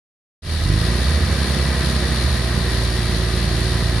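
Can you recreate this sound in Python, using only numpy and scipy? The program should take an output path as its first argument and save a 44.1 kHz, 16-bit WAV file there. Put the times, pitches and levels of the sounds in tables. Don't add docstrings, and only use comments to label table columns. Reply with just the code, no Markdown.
import sys
import numpy as np
from scipy import signal
from scipy.fft import rfft, irfft, next_fast_len
from scipy.io import wavfile
from scipy.ndimage import uniform_filter1d, map_coordinates

SR = 44100
rng = np.random.default_rng(int(sys.argv[2]) if len(sys.argv) > 2 else 0)


def transcribe(signal):
    frames = np.atleast_2d(signal).T
    limited = np.clip(frames, -1, 1)
    pcm = np.round(limited * 32767).astype(np.int16)
    wavfile.write(sys.argv[1], SR, pcm)


def volts_from_db(level):
    exponent = np.asarray(level, float) / 20
    return 10 ** exponent


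N = 176400


def unit(x):
    return x / np.sqrt(np.mean(x ** 2) + 1e-20)


def along(points, hz):
    f, v = np.transpose(points)
    return np.interp(np.log(hz + 1), np.log(f + 1), v)


def curves(rows):
    s, *cols = np.transpose(rows)
    t = np.arange(N) / SR
    return [uniform_filter1d(np.interp(t, s, c), size=SR // 20) for c in cols]


def wobble(rate):
    knots = rng.standard_normal(int(N * rate / SR) + 4)
    return map_coordinates(knots, [np.arange(N) * rate / SR])


def filtered(x, response):
    m = next_fast_len(N + 8192)
    run_out = x[..., :-4096:-1] * np.linspace(1, 0, num=4095)
    spectrum = rfft(np.concatenate([x, run_out], axis=-1), m)
    return irfft(spectrum * response(np.fft.rfftfreq(m, 1 / SR)), m)[..., :N]


def peaks(table, hz, floor_db):
    power = volts_from_db(2 * floor_db)
    for centre, width, db in table:
        power = power + volts_from_db(2 * db) / (1 + (2 * (hz - centre) / width) ** 2) ** 2
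    return np.sqrt(power)


def turns(hz):
    return 2 * np.pi * np.cumsum(hz) / SR


def puffs(hz, share):
    # frequency in Hz, left-right likeness (1 is identical).
    likeness = [(60, 0.83), (130, 0.86), (280, 1), (620, 0.84), (1340, 0.79), (2910, 0.47), (6330, 0.11),
                (13800, -1.36)]
    narrowness, scatter_db = 1.05, 2.5
    gate = ((1 + np.cos(turns(hz))) / 2) ** narrowness * volts_from_db(scatter_db * wobble(60))
    pair = rng.standard_normal((2, N)) * (1 - share + share * unit(gate))
    pair = pair * volts_from_db(0.17 * wobble(2.136) + 0.41 * wobble(11))

    def mid_side(f):
        angle = np.arccos(np.clip(along(likeness, f), -1, 1)) / 2
        return np.array([np.cos(angle), np.sin(angle)])

    mid, side = filtered(pair, mid_side)
    return np.array([mid + side, mid - side])


def orders(hz, table, gain_db):
    flutter_db, drift_rad = .7, .06
    phase = turns(hz)
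    total = 0
    for k, db in table:
        level = volts_from_db(db + gain_db(k) + flutter_db * np.sqrt(k) * wobble(9))
        total = total - np.sqrt(2) * level * np.cos(k * (phase + drift_rad * wobble(4.5)))
    return total


def truck_speed():
    knot_s = [.42, .6, .75, .88, 1.01, 1.12, 1.25, 1.4, 1.7, 2.05, 2.3, 2.6, 2.85, 3.08, 3.5, 4]
    knot_hz = [34, 43.5, 52, 57.5, 62, 64.6, 66.3, 66.9, 66.1, 64, 61.5, 59, 57.8, 57.2, 57.6, 57.9]
    hz, = curves(np.transpose([knot_s, knot_hz]))
    return hz, 20 * np.log10(hz / knot_hz[-1])


def truck_exhaust(hz, effort_db):
    # multiple of the firing rate, level in dB.
    exhaust_orders = [(1, -21.5), (1.5, -36), (2, -24), (2.5, -33), (3, -29), (3.5, -33), (4, -40),
                      (4.5, -39), (5, -42), (5.5, -42), (6, -37), (6.5, -35), (7, -44), (7.5, -42),
                      (8, -46)]
    # centre in Hz, width in Hz, level in dB.
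    pipe = [(63, 44, 0), (87, 14, 0), (111, 32, 0), (162, 42, 0), (225, 32, 0), (318, 24, 0), (371, 34, 0)]
    pipe_floor_db = -12
    brightens, uneven = 1.1, -1.5

    def gain_db(k):
        if k % 1:
            push_db = uneven * abs(effort_db)
        else:
            push_db = effort_db * (1.2 + brightens * np.log(k))
        return push_db + 20 * np.log10(peaks(pipe, k * hz, pipe_floor_db))

    return orders(hz, exhaust_orders, gain_db)


def truck_roar(hz, speed_db, effort_db):
    # frequency in Hz, density in dB per Hz.
    gas_colour = [(20, -36), (45, -18), (75, -15), (120, -7.5), (160, -5.5), (232, -9), (250, -11),
                  (800, -27.5)]
    # centre in Hz, width in Hz, level in dB.
    silencer = [(209.4, 11.7, -1.5), (356.5, 20, 9)]
    colour = lambda f: volts_from_db(along(gas_colour, f)) * peaks(silencer, f, 0) * (f < 1200)
    roar = unit(filtered(puffs(hz, share=0.22), colour))
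    return volts_from_db(-30.5 + .4 * effort_db + 1.2 * speed_db) * roar


def truck_block(hz, speed_db):
    # centre in Hz, width in Hz, level in dB.
    panels = [(477, 77, 3.5), (551, 59, -0.5), (643, 108, 0.5), (767, 130, -10), (1026, 120, -4.5),
              (1235, 165, -4), (1612, 170, -3), (1733, 72, -0.5), (1874, 118, 2), (1965, 144, 0),
              (2311, 122, -1.5)]
    edges = lambda f: f ** 4 / (f ** 4 + 400 ** 4) / (1 + (f / 2500) ** 6)
    colour = lambda f: edges(f) * peaks(panels, f, floor_db=-8.5)
    block = unit(filtered(puffs(hz, share=0.11), colour))
    return volts_from_db(-31 + 1.5 * speed_db) * block


def truck():
    # time in seconds, effort in dB.
    throttle = [
        (.42, -3),
        (.58, -5),
        (.7, 4),
        (.82, 0),
        (.95, -2),
        (1.5, 0.5),
        (2.2, -1),
        (2.6, -1),
        (3.2, -1),
        (4, -0.5),
    ]
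    hz, speed_db = truck_speed()
    effort_db, = curves(throttle)
    tone = truck_exhaust(hz, effort_db)
    return tone + truck_roar(hz, speed_db, effort_db) + truck_block(hz, speed_db)


def carrier_hiss(hz):
    # frequency in Hz, density in dB per Hz.
    left_treble = [(1800, -35.5), (2500, -11), (3300, -7), (4300, -3), (5300, -11.5), (5900, -17.5),
                   (8500, -27.5), (9650, -116)]
    right_treble = [(1800, -12), (2600, -14), (5000, -13.5), (7200, -20.5), (9400, -11.5), (11000, -16),
                    (12600, -25), (13300, -54)]
    # centre in Hz, width in Hz, level in dB.
    left_cavity = [(3690, 230, 0), (4040, 160, 3.5), (4414, 240, 1.5), (4540, 150, 0.5), (5390, 160, 7.5)]
    right_cavity = [(3530, 300, -1), (4680, 300, 6), (5700, 1000, -1), (6600, 500, 5.5), (6860, 97, -8),
                    (9440, 180, 5), (10020, 300, 3), (11560, 140, -3)]

    def colour(f):
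        treble = volts_from_db([along(left_treble, f), along(right_treble, f)])
        return treble * (f > 1200) * [peaks(left_cavity, f, 0), peaks(right_cavity, f, 0)]

    hiss = unit(filtered(puffs(hz, share=0.21), colour))
    fan_db = .6 * truck_speed()[1]
    return volts_from_db(-29 + fan_db) * hiss


def carrier():
    # time in seconds, firing rate in Hz, level in dB.
    cruise = [
        (.42, 80, -27),
        (1, 78.2, -27),
        (1.5, 77, -26.5),
        (2.3, 76.5, -28),
        (2.9, 77.2, -28),
        (3.4, 78.6, -28),
        (4, 79.7, -27),
    ]
    # multiple of the firing rate, level in dB.
    drone_orders = [(1, 0), (2, -10), (3, -17), (4, -20), (5, -22)]
    hz, level_db = curves(cruise)
    return orders(hz, drone_orders, lambda k: level_db), carrier_hiss(hz)


def surge():
    # time in seconds, firing rate in Hz, level in dB.
    swells = [(.42, 82.6, -32), (.58, 77.63, -25), (.72, 70.16, -45), (.87, 61.3, -26), (1, 61.4, -37),
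              (1.1, 70.6, -17), (1.2, 80.7, -25), (1.32, 94.3, -22), (1.42, 99, -48), (1.9, 96, -51),
              (2.1, 81.87, -66), (2.27, 70.9, -15.5), (2.43, 72.8, -43), (2.58, 88.6, -55), (3, 103.6, -41),
              (4, 107, -32)]
    hz, level_db = curves(swells)
    return orders(hz, [(1, 0.5), (2, -18)], lambda k: level_db)


def scene():
    # frequency in Hz, left minus right in dB.
    balance = [(60, -2), (130, -3.0), (280, -4.5), (620, -3.5), (1340, -1.5), (2910, 4.5), (6330, 2.5),
               (13800, -32.0)]
    drone, hiss = carrier()
    low = truck() + drone + surge()
    lean = lambda f: volts_from_db(along(balance, np.minimum(f, 2400)) * np.array([[.5], [-.5]]))
    return filtered(low, lean) + hiss


def low_pass(x):
    return signal.sosfilt(signal.butter(12, 14370, fs=SR, output="sos"), x)


def record(dry):
    port_top = [
        [9700],
        [13300],
    ]
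    start_s, fade_s, end_s = 0.42, 0.094, .004
    t = np.arange(N) / SR
    fade_in = np.clip((t - start_s) / fade_s, 0, 1) ** .75
    fade_out = np.clip((t[-1] - t) / end_s, 0, 1)
    limited = filtered(dry, lambda f: f < np.array(port_top))
    return low_pass(limited * (fade_in * fade_out))


dry = scene()
out = record(dry)
transcribe(out)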